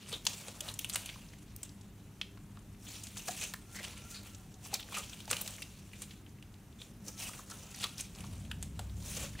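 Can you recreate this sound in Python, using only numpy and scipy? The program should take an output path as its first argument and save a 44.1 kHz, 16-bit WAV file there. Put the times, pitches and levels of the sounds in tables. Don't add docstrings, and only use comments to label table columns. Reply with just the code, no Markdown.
import sys
import numpy as np
from scipy import signal
from scipy.fft import rfft, irfft
from scipy.io import wavfile
from scipy.ndimage import uniform_filter1d

SR = 44100
rng = np.random.default_rng(int(sys.argv[2]) if len(sys.argv) > 2 else 0)


def decibels_to_gain(level_db):
    exponent = np.asarray(level_db, float) / 20
    return 10 ** exponent


def generate_wav(sig):
    pcm = np.round(np.clip(np.atleast_2d(sig).T, -1, 1) * 32767).astype(np.int16)
    wavfile.write(sys.argv[1], SR, pcm)


N = 414540

# start in seconds, peak in dB, pocket pitch in Hz,
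# bright tear in dB.
POCKETS = [(0.606, -27, 3400, -4), (0.739, -31, 7570, -8), (0.791, -28.5, 3040, -4),
           (0.8448, -22, 3200, -6), (0.934, -25, 7800, -11), (1.562, -44, 8700, 5), (1.631, -25, 7950, -18),
           (3.037, -37.5, 6440, -1), (3.259, -47.5, 3650, -5), (4.11, -61, 7400, 5),
           (4.7394, -20, 5600, -6), (4.922, -37, 1160, -11), (5.254, -39, 5400, -8),
           (5.3298, -21.5, 2800, -20), (5.411, -25.5, 9450, -10), (5.933, -38.5, 2380, -9),
           (6.019, -24.5, 8240, -7), (6.816, -32, 3486, -15), (7.064, -40, 6600, -19),
           (7.082, -29, 6300, -6), (7.8398, -18.5, 3800, -18), (7.979, -38, 5660, -6),
           (7.981, -29, 5400, -11), (8.0075, -28, 8400, -10.5), (8.186, -39.5, 3000, -3),
           (8.514, -25, 2960, -12.5), (8.626, -22, 8040, -13)]
# start in seconds, peak in dB, pocket pitch in Hz, bright tear in dB.
CRACKS = [(0.138, -30, 3720, -11), (0.252, -30, 6600, -4), (0.266, -15.5, 6500, -10),
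          (0.686, -26.5, 3830, -17), (1.059, -34, 2900, 2), (1.09, -31.5, 3040, -57),
          (2.2132, -22, 3000, -19), (0.8968, -28, 4540, 1.5), (3.069, -33, 7450, -15),
          (3.747, -41, 1950, -19), (3.83, -39, 2870, 0), (5.131, -34, 3260, -27), (5.203, -36, 3580, -5.5),
          (5.366, -27.5, 3060, -12), (5.4768, -30, 6860, -11), (5.62, -32, 2650, -1.5),
          (6.425, -43, 3000, -9)]
# start in seconds, peak in dB, pocket pitch in Hz,
# bright tear in dB.
SMACKS = [(0.127, -30, 3850, -4), (0.482, -32.5, 7400, -11), (0.943, -34, 8940, -12),
          (0.9572, -23, 2970, 2), (2.373, -46, 1320, -23), (2.571, -43.5, 1210, -23.5),
          (3.17, -31.5, 7000, -19), (3.282, -37, 776, -6.5), (3.5373, -36, 1700, -1.5),
          (4.942, -31, 2700, -11), (4.971, -35, 1250, 3), (5.277, -38, 900, -3), (5.3114, -18, 7650, -7),
          (7.5, -42.5, 1400, 2), (7.744, -42, 2250, -6), (7.825, -44, 1680, -11), (8.24, -38.5, 1250, -12),
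          (8.792, -28.5, 8000, -12)]
# start in seconds, peak in dB, pitch in Hz.
TICKS = [(1.158, -42.5, 1190), (1.287, -48, 5000), (1.3337, -44.5, 2060), (1.6918, -42, 5400),
         (1.811, -44, 7000), (2.401, -62.5, 7600), (2.437, -57, 7500), (2.496, -70, 7800),
         (2.59, -47, 8000), (4.347, -36.5, 6500), (8.512, -34, 1600), (4.541, -43, 6460),
         (7.595, -39, 7000), (8.15, -38, 5500), (2.747, -52.5, 2490), (5.095, -37, 6160),
         (5.9158, -51, 2920), (6.107, -46, 4500), (6.263, -47, 2780), (6.726, -50, 3600),
         (7.334, -39, 2270), (7.39, -38.5, 1150), (8.265, -38.5, 6460), (8.4, -41.5, 8500),
         (8.4493, -44.5, 2910), (8.896, -42, 3940)]
# crack in dB, dull smack in dB.
POCKET_MIX_DB, CRACK_MIX_DB, SMACK_MIX_DB = (-17.5, -21.5), (-7.5, -19), (-8, -7.5)
SNAP_T60_S = 0.006
RUPTURE_RATIO = 4
# delay in seconds, level in dB.
TABLE_ECHOES = [(.0015, -7), (.0034, -9), (.0056, -14)]

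# start in seconds, #
# peak in dB, centre in Hz.
STEPS = [(0.8973, -25, 4500), (0.9575, -17, 3200), (3.5378, -23, 3500), (4.7399, -21, 5500),
         (4.7431, -23, 5500), (5.2032, -36, 4000), (5.3121, -17, 6000), (5.3303, -17, 2300),
         (5.4773, -20.5, 4500), (7.8403, -19, 3600), (7.8424, -24, 3600), (8.0085, -30, 3800)]
STEP_WIDTH_RATIO, STEP_DB = 2.5, -1

# start in seconds, peak in dB,
# centre in Hz, length in seconds.
SPRAYS = [(0.090, -41, 8900, 0.0099), (0.333, -42, 3100, 0.006), (0.25, -38, 13500, .008),
          (0.267, -32, 13500, .004), (0.333, -36, 6000, 0.0037), (0.48, -42, 7200, .012),
          (0.605, -31, 7350, 0.009), (0.605, -35, 13500, 0.0087), (0.716, -42, 9000, .005),
          (0.789, -31, 7000, .008), (0.79, -27, 13500, 0.0076), (0.890, -38, 9000, 0.0054),
          (0.894, -41, 13000, .008), (0.928, -32, 6000, 0.0053), (0.945, -25, 6500, 0.0042),
          (0.958, -27, 14000, .008), (1.018, -38, 10000, .006), (1.054, -44, 9000, 0.0071),
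          (1.562, -34, 13500, 0.0046), (1.63, -38, 13000, .006), (2.915, -41, 5000, 0.0072),
          (2.953, -41.5, 3200, 0.0093), (3.034, -32.5, 7000, 0.012), (3.085, -44.5, 10000, 0.0065),
          (3.174, -32.5, 6560, 0.022), (3.202, -46, 3500, .006), (3.364, -36, 7460, 0.0099),
          (3.41, -30, 7000, .008), (3.436, -33, 8300, .012), (3.537, -33, 13000, .006),
          (3.758, -43, 7500, .008), (4.650, -42.5, 6000, 0.0079), (4.668, -42.5, 10100, 0.011),
          (4.741, -21, 5000, 0.006), (4.739, -25, 13000, 0.0083), (4.827, -38, 3440, .008),
          (4.887, -44, 1500, 0.0044), (4.981, -29, 7500, 0.011), (5.075, -47, 3500, .006),
          (5.294, -36, 7000, .006), (5.3303, -33, 1300, .008), (5.367, -30, 7500, .005),
          (5.412, -23.5, 13000, 0.01), (5.49, -47, 7500, .004), (5.506, -37, 7960, .005),
          (5.563, -40, 8500, .005), (5.582, -41.5, 1950, 0.0077), (5.627, -35, 4500, 0.006),
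               (7.178, -40, 5200, 0.0073), (7.19, -45, 7500, 0.0086), (7.288, -36, 6500, .008),
               (7.337, -43, 1800, 0.0043), (7.498, -39, 6800, .008), (7.51, -37, 5900, .01),
               (7.633, -43, 6400, 0.0066), (7.712, -40, 6200, .006), (7.788, -38, 7800, .006),
               (7.8, -38, 4100, .006), (8.158, -41.5, 6400, .006), (8.793, -44, 12000, .006),
               (9.023, -45, 5400, 0.0089), (9.390, -38, 2300, 0.013), (4.652, -48, 950, 0.016),
               (4.258, -53, 1150, 0.01), (3.798, -47, 420, 0.025), (8.793, -40, 700, 0.01),
               (3.281, -37, 1350, .014), (0.267, -19.5, 6000, .01), (6.54, -50.5, 3600, .005),
               (7.743, -37, 5300, .012), (7.76, -42, 10000, .006), (8.205, -41, 2500, 0.009),
               (8.205, -41, 7600, .006), (8.005, -29, 7800, 0.012), (0.267, -21, 3400, 0.009),
               (1.093, -35, 2460, 0.013), (3.158, -45, 2000, .02), (5.312, -20, 7800, 0.005),
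               (3.281, -33, 5000, 0.014), (7.29, -42, 1040, 0.013), (5.3, -36, 3100, .006),
               (6.108, -43, 2800, 0.015), (6.29, -55, 5800, .012), (6.385, -53, 2300, .005),
               (3.5385, -35, 1500, 0.0058), (4.232, -47, 15000, .005), (4.382, -50, 11000, .005),
               (3.975, -42, 7500, 0.011), (0.118, -38, 3700, .012), (4.8, -41, 13000, 0.0065)]
SPRAY_WIDTH_RATIO = 1.3

# start in seconds, peak in dB, cavity pitch in Hz,
# length in seconds, hiss in dB.
SQUELCHES = [(0.078, -33, 9000, 0.046, 2.5), (0.1255, -22.5, 3660, 0.042, -15),
             (0.681, -27, 3900, 0.022, -17), (0.927, -28, 8500, 0.08, -22), (2.866, -36, 3220, 0.015, -16),
             (3.426, -26.5, 2780, 0.028, -6), (3.747, -33.5, 2020, 0.052, 3),
             (3.784, -29.5, 2010, 0.023, 0.5), (3.833, -28, 2970, 0.033, 3), (3.965, -37, 2830, 0.032, 3),
             (4.133, -31.5, 4350, 0.066, -1), (4.789, -30.5, 3520, 0.029, -1), (4.934, -25, 2670, 0.072, 0),
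             (5.3, -19.5, 8350, 0.018, -2.5), (6.784, -40, 3530, 0.051, -30), (7.201, -32, 2680, 0.07, -19),
             (7.247, -34, 2760, 0.041, -21), (7.825, -23, 3740, 0.03, 0.5), (9.146, -39, 4140, 0.013, -14),
             (9.349, -37.5, 1840, 0.012, -10.5)]
# start in seconds, peak in dB, cavity pitch in Hz, length in seconds, hiss in dB.
GULPS = [(0.124, -32.5, 475, 0.013, -2), (0.475, -36, 497, 0.016, -11), (0.265, -27, 956, 0.009, -9),
         (0.612, -40, 600, 0.016, -21), (7.834, -28.5, 1200, 0.024, -7), (3.284, -24, 730, 0.013, -20),
         (4.729, -28, 800, 0.0046, -13), (4.964, -27, 1250, 0.023, -22), (5.31, -29, 520, 0.014, -3.5),
         (7.514, -34, 1400, 0.015, -3), (8.233, -36, 1110, 0.019, -15), (9.234, -37, 565, 0.011, -3)]

# peak time in seconds, fine crackle in dB,
# mid crackle re fine in dB, wet squelch re fine in dB, time to fade 20 dB in seconds.
TUGS = [(0.274, -49.5, -2.5, -10, 0.46), (0.808, -55.5, -2, -12, 0.2), (1.656, -57.5, -2.5, -9, -0.68),
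        (2.835, -57, -7.5, -13, 1.2), (2.883, -54.5, 0, -18, 0.6), (3.178, -49, -8, -29, 0.12),
        (3.283, -42.5, -5.5, -14, 0.12), (3.766, -48, -19, -8.5, -0.06), (4.111, -49, -11, -27, 0.1),
        (4.265, -58, -0.5, -9, 0.16), (4.659, -52, -3, -15, .06), (4.749, -47, 0.5, -2.5, 0.06),
        (4.944, -53, 2.5, -21, 0.23), (5.323, -47, -1, -5.5, 0.24), (6.116, -61.5, 1.5, -8, 0.12),
        (6.81, -59, -3, -7.5, 0.13), (7.084, -49, -11.5, -8.5, 0.1), (7.205, -44, -4, -14, 0.22),
        (7.29, -47, -8, -6, -0.12), (7.513, -56, -4, -5.5, 0.6), (7.997, -50.5, 0, -23, 0.12),
        (8.635, -59, -3, -7, 0.1), (8.805, -60.5, -2, 0.5, 0.24), (9.399, -56.5, 8.5, -2, 8)]
# peak time in seconds, fine crackle in dB,
# mid crackle re fine in dB, wet squelch re fine in dB, time to fade 20 dB in seconds.
PULLS = [(0.03, -62.5, 6.5, -8, 0.2), (0.14, -54, -3.5, -4, 0.15), (0.479, -56, -4, -1.5, 0.26),
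         (0.693, -49.5, -3, -2.5, 0.07), (0.953, -52, 1, -6, 0.43), (1.137, -71.5, 2.5, -11, 2),
         (3.432, -43.5, -3, -13, 0.12), (3.846, -52, 1.5, -5.5, 0.18), (4.001, -60.5, -2.5, -4.5, 1),
         (4.979, -46, -3, -6.5, 0.12), (5.123, -58, -0.5, -11, 0.5), (5.443, -51.5, -3, -11, 0.5),
         (5.627, -72, -9, -26, 0.5), (6.031, -53.5, -2.5, -17, 0.08), (7.393, -53, -5.5, -3.5, 0.1),
         (7.842, -48, 1.5, -34, .12), (8.191, -59.5, -2, -3, 0.76), (9.094, -46, -9, -11, 0.18),
         (9.16, -46, -2, -14, 0.2), (9.229, -47.5, -1, -3.5, .09)]
TUG_RISE_DB_PER_S, PULL_RISE_DB_PER_S = 398, 150
REST_DB = (-78, -73.5, -72.5)
# lowest pitch in Hz, highest pitch in Hz, ring in cycles,
# size spread in dB.
GRAINS = [(2400, 4700, 19, 1.5), (5700, 10300, 24, 1.5), (520, 1900, 11, 2)]
GRAINS_PER_S = 6000
BEADS_PER_S, BEADS_DB = 260, -11
PATCHY_DB = 3.4

ROOM_T60_S, ROOM_DB, WALL_CUT_HZ = 0.31, -13.5, 21000
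LEFT_DB = 0.48

# frequency in Hz, rms level in dB.
HUM = [(102.3, -60), (199.2, -63.5), (296.1, -73.5), (398, -80)]
# time in seconds, pitch in Hz, level in dB.
WHINE = [
    [(3.64, 1380, -63), (3.75, 1374, -65), (3.9, 1330, -68), (4.05, 1385, -62), (4.3, 1365, -68.5),
     (4.46, 1350, -66)],
    [(4.35, 790, -78), (4.42, 767, -66), (4.7, 698, -67)],
    [(7.05, 1287, -69), (7.25, 1350, -69), (7.5, 1306, -68), (7.95, 1390, -67), (8.05, 1380, -76)],
    [(7.65, 786, -73), (7.8, 774, -66), (8.0, 765, -69)],
]
# time in seconds, level in dB.
TRAFFIC = [
    (7.6, -51),
    (7.794, -70),
    (8.256, -45.5),
    (9.294, -45.5),
    (9.4, -48),
]
# frequency in Hz, width in Hz, level in dB.
TRAFFIC_MODES = [(66, 1.9, 0), (99, 9.6, 0), (151.2, 74, -0.5), (186, 68, -4.5), (394, 16, -13)]
# frequency in Hz, density in dB per Hz.
AIR = [(12, -48), (20, 0), (102, -4.5), (165, -4), (200, 0), (224, -15), (258, -12.5), (323, -11.5),
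       (506, -29.5), (794, -28), (2310, -31.5), (2890, -33.5), (4530, -38), (15200, -39), (16500, -60)]
# frequency in Hz, correlation from 0 to 1.
LIKENESS = [(60, 0.98), (180, 0.99), (550, 0.95), (1650, 0.85), (4970, 0.59), (15000, 0.6)]
AIR_DB = -53.5


def in_time(rows):
    s, *columns = np.transpose(rows)
    return [np.interp(np.arange(N) / SR, s, c) for c in columns]


def at_hz(points, hz):
    points_hz, values = np.transpose(points)
    return np.interp(np.log(hz), np.log(points_hz), values)


def rms_one(x):
    return x / np.sqrt(np.mean(x ** 2) + 1e-20)


def peak_one(x):
    return x / np.abs(x).max()


def drift(rate_hz):
    r = np.exp(-80 * np.pi * rate_hz / SR)
    white = rng.standard_normal(N // 40 + 2002)
    slow = signal.lfilter([1], [1, -2 * r, r * r], white)[2000:]
    return np.interp(np.arange(N) / 40, np.arange(len(slow)), rms_one(slow))


def ring(x, hz, t60_s):
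    r = 10 ** (-3 / (t60_s * SR))
    w = 2 * np.pi * hz / SR
    return signal.lfilter([0, np.sin(w)], [1, -2 * r * np.cos(w), r * r], x + 1e-18)


def band(x, low_hz, high_hz):
    edges_hz = [low_hz, min(high_hz, .45 * SR)]
    return signal.sosfilt(signal.butter(2, edges_hz, "band", fs=SR, output="sos"), x)


def place(out, start_s, burst):
    at = round(start_s * SR)
    out[at:at + len(burst)] += burst


def pops():
    size = 2048
    out, t = np.zeros(N + size), np.arange(size) / SR
    rows = [(s, db, hz, -14, -14, -26) for s, db, hz in TICKS]
    kinds = (POCKETS, POCKET_MIX_DB), (CRACKS, CRACK_MIX_DB), (SMACKS, SMACK_MIX_DB)
    for table, (crack_db, smack_db) in kinds:
        rows += [(s, db, hz, crack_db, tear_db, smack_db) for s, db, hz, tear_db in table]

    noise = rng.standard_normal((len(rows), 4, size))
    noise[:, :, 0] = RUPTURE_RATIO
    spacing = rng.uniform(0.6, 1.4, (len(rows), len(TABLE_ECHOES), 1))
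    fade = decibels_to_gain(-60 * t / SNAP_T60_S) + 0.37 * decibels_to_gain(-60 * t / 0.054)
    for k, (lag_s, db) in enumerate(TABLE_ECHOES):
        since_s = t - spacing[:, k] * lag_s
        fade = fade + decibels_to_gain(db - 60 * np.abs(since_s) / 0.006) * (since_s > 0)
    pocket, crack, tear, smack = np.moveaxis(noise * fade[:, None], 1, 0)
    crack = band(band(crack, 2690, 4550), 1900, 16000)
    tear = band(band(tear, 4900, 11600), 5200, 21700)
    smack = band(smack, 484, 2300)

    for k, (s, peak_db, hz, *parts_db) in enumerate(rows):
        ringing = ring(ring(pocket[k], hz, 7 / hz), hz, 4 / hz)
        burst = decibels_to_gain(-5) * peak_one(band(ringing, hz / 1.5, hz * 2))
        for db, part in zip(parts_db, (crack, tear, smack)):
            burst += decibels_to_gain(db) * peak_one(part[k])
        place(out, s + .0006, decibels_to_gain(peak_db + 1.5) * burst)
    return out[:N]


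def steps():
    size = 512
    out, click = np.zeros(N + size), np.zeros(size)
    click[0] = -1
    for lag_s, db in TABLE_ECHOES:
        click[round(lag_s * SR)] = -decibels_to_gain(db)
    for s, peak_db, hz in STEPS:
        step = peak_one(band(click, hz / STEP_WIDTH_RATIO, hz * STEP_WIDTH_RATIO))
        place(out, s, decibels_to_gain(peak_db + STEP_DB) * step)
    return out[:N]


def sprays():
    size = 2048
    out, t = np.zeros(N + size), np.arange(size) / SR
    films = SPRAYS
    noise = rng.standard_normal((len(films), 2, size))
    for (s, peak_db, hz, length_s), (jet, sizes) in zip(films, noise):
        age = t / np.clip(0.25 * length_s, .0005, .01)
        rip = jet * decibels_to_gain(5.3 * sizes) * age * np.exp(-age)
        rip = peak_one(band(rip, hz / SPRAY_WIDTH_RATIO, hz * SPRAY_WIDTH_RATIO))
        place(out, s, decibels_to_gain(peak_db) * rip)
    return out[:N]


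def squelches():
    size = 8192
    out, t = np.zeros(N + size), np.arange(size) / SR
    gaps = SQUELCHES + GULPS
    noise = rng.standard_normal((len(gaps), 3, size))
    for (s, peak_db, hz, length_s, hiss_db), (jet, hiss, lumps) in zip(gaps, noise):
        age = t / np.clip(0.41 * length_s, .002, .03)
        sputter = decibels_to_gain(2.9 * rms_one(uniform_filter1d(lumps, size=90)))
        swell = age ** 1.18 * np.exp(-1.5 * age) * sputter
        cycles = np.clip(-hiss_db, 9, 30)
        cavity = peak_one(ring(ring(jet * swell, hz, cycles / hz), hz, 8 / hz))
        leak = decibels_to_gain(hiss_db) * peak_one(band(hiss * swell, 1000, 7100))
        place(out, s, decibels_to_gain(peak_db - 8.5) * (cavity + leak))
    return out[:N]


def peeling_db():
    t = np.arange(0, N + 64, 64) / SR
    power = decibels_to_gain(np.array(REST_DB))[:, None] ** 2 + 0 * t
    for rows, rise_db_per_s in (TUGS, TUG_RISE_DB_PER_S), (PULLS, PULL_RISE_DB_PER_S):
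        for s, db, mid_db, wet_db, fade_s in rows:
            rise_db = (s - t) * rise_db_per_s
            fade_db = (t - s) * 20 / max(fade_s, .01)
            shape_db = db - np.maximum(rise_db, fade_db)
            power = power + decibels_to_gain(shape_db + np.array([[mid_db], [0], [wet_db]])) ** 2
    return [np.interp(np.arange(N) / SR, t, 10 * np.log10(p)) for p in power]


def peel():
    out, clump_db, levels_db = 0, drift(40), peeling_db()
    for level_db, (low_hz, high_hz, cycles, spread_db) in zip(levels_db, GRAINS):
        sizes = decibels_to_gain(spread_db * np.minimum(rng.exponential(1, N), 5)) * rng.choice([-1, 1], N)
        snaps = sizes * (rng.random(N) < GRAINS_PER_S / SR)
        large = sizes * (rng.random(N) < BEADS_PER_S / SR)
        beads = rms_one(band(large, low_hz, 1.56 * high_hz))
        dealt = rng.integers(0, 11, N)
        rings = 0
        for k, hz in enumerate(np.geomspace(low_hz, high_hz, 11)):
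            rings = rings + decibels_to_gain(PATCHY_DB * drift(13)) * ring(snaps * (dealt == k), hz, cycles / hz)
        out = out + decibels_to_gain(level_db + 1.7 * clump_db) * (rms_one(rings) + decibels_to_gain(BEADS_DB) * beads)
    hiss = rms_one(band(rng.standard_normal(N), 12800, 17000))
    hiss_db = levels_db[1] - 10.0 + 0.55 * clump_db + 1.3 * drift(6.3)
    return out + decibels_to_gain(hiss_db) * hiss


def ports(x):
    treble = signal.sosfilt(signal.butter(2, 5000, "high", fs=SR, output="sos"), x)
    side = drift(150) * np.roll(treble, 5) + drift(150) * np.roll(treble, 13)
    side = side + decibels_to_gain(-7.0) * drift(60) * band(x, 550, 2400)
    return x + decibels_to_gain(-13) * side * [[1], [-1]]


def room(x):
    t = np.arange(round(.6 * SR)) / SR
    noise = rng.standard_normal((2, 2, len(t)))
    dull = signal.sosfilt(signal.butter(1, WALL_CUT_HZ, fs=SR, output="sos"), noise[0])
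    tail = dull * decibels_to_gain(-60 * t / ROOM_T60_S) + 0.61 * noise[1] * decibels_to_gain(-60 * t / (0.78 * ROOM_T60_S))
    tail = tail * np.clip((t - .003) / 0.014, 0, 1)
    spectrum = rfft(tail, axis=1)
    smooth = uniform_filter1d(np.abs(spectrum) ** 2, size=200, axis=1)
    tail = irfft(spectrum / np.sqrt(smooth), len(t), axis=1)
    tail[1] = 1.09 * tail[0] + 0.26 * tail[1]
    tail = tail / np.sqrt(np.sum(tail[0] ** 2))
    return signal.fftconvolve(x[None], tail, axes=1)[:, :N]


def hum():
    t, out = np.arange(N) / SR, 0
    for hz, db in HUM:
        tone = np.cos(2 * np.pi * hz * t + 0.87 * drift(1.37))
        out = out + decibels_to_gain(db + 3.3 * drift(7.9)) * np.sqrt(2) * tone
    return out


def whine():
    out, t = 0, np.arange(N) / SR
    for rows in WHINE:
        hz, db = in_time(rows)
        lasting = np.clip(np.minimum(t - rows[0][0], rows[-1][0] - t) / 0.025, 0, 1)
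        waver = decibels_to_gain(4.5 * drift(25) - 4)
        phase = 2 * np.pi * np.cumsum(hz + 16 * drift(18.0)) / SR
        out = out + lasting * waver * decibels_to_gain(db) * np.sin(phase)
    return out


def traffic():
    white = rng.standard_normal(N)
    boom = sum(decibels_to_gain(db) * rms_one(ring(white, hz, 2.2 / width_hz)) for hz, width_hz, db in TRAFFIC_MODES)
    boom = signal.sosfilt(signal.butter(2, 260, fs=SR, output="sos"), boom)
    rise = np.clip((np.arange(N) / SR - 7.9) / 0.24, 0, 1)
    return rise * decibels_to_gain(in_time(TRAFFIC)[0]) * rms_one(boom)


def air():
    out, edges_hz = 0, 20 * 2 ** np.arange(0, 9.8, .4)
    white = rng.standard_normal((2, 2, N))
    for k, (low_hz, high_hz) in enumerate(zip(edges_hz, edges_hz[1:])):
        mid, side = band(white[k % 2], low_hz, high_hz)
        hz = np.sqrt(low_hz * high_hz)
        alike = np.clip(at_hz(LIKENESS, hz), -1, 1)
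        gain = decibels_to_gain(at_hz(AIR, hz) + 0.43 * drift(15))
        out = out + gain * (np.sqrt(1 + alike) * mid + np.sqrt(1 - alike) * side * [[1], [-1]])
    return decibels_to_gain(AIR_DB) * rms_one(out)


def scene():
    slime = pops() + squelches() + peel() + sprays() + steps()
    centre = ports(slime) + hum() + traffic() + whine()
    balance = decibels_to_gain(np.array([[LEFT_DB / 2], [-LEFT_DB / 2]]))
    return (centre + decibels_to_gain(ROOM_DB) * room(slime) + air()) * balance


def roll_off(x):
    return signal.sosfilt(signal.butter(12, 16840, fs=SR, output="sos"), x)


def record(dry):
    cut = signal.sosfilt(signal.butter(6, 36, "high", fs=SR, output="sos"), dry)
    cut = signal.sosfilt(signal.cheby2(14, 40, 16050, fs=SR, output="sos"), cut)
    return roll_off(cut)


dry = scene()
out = record(dry)
generate_wav(out)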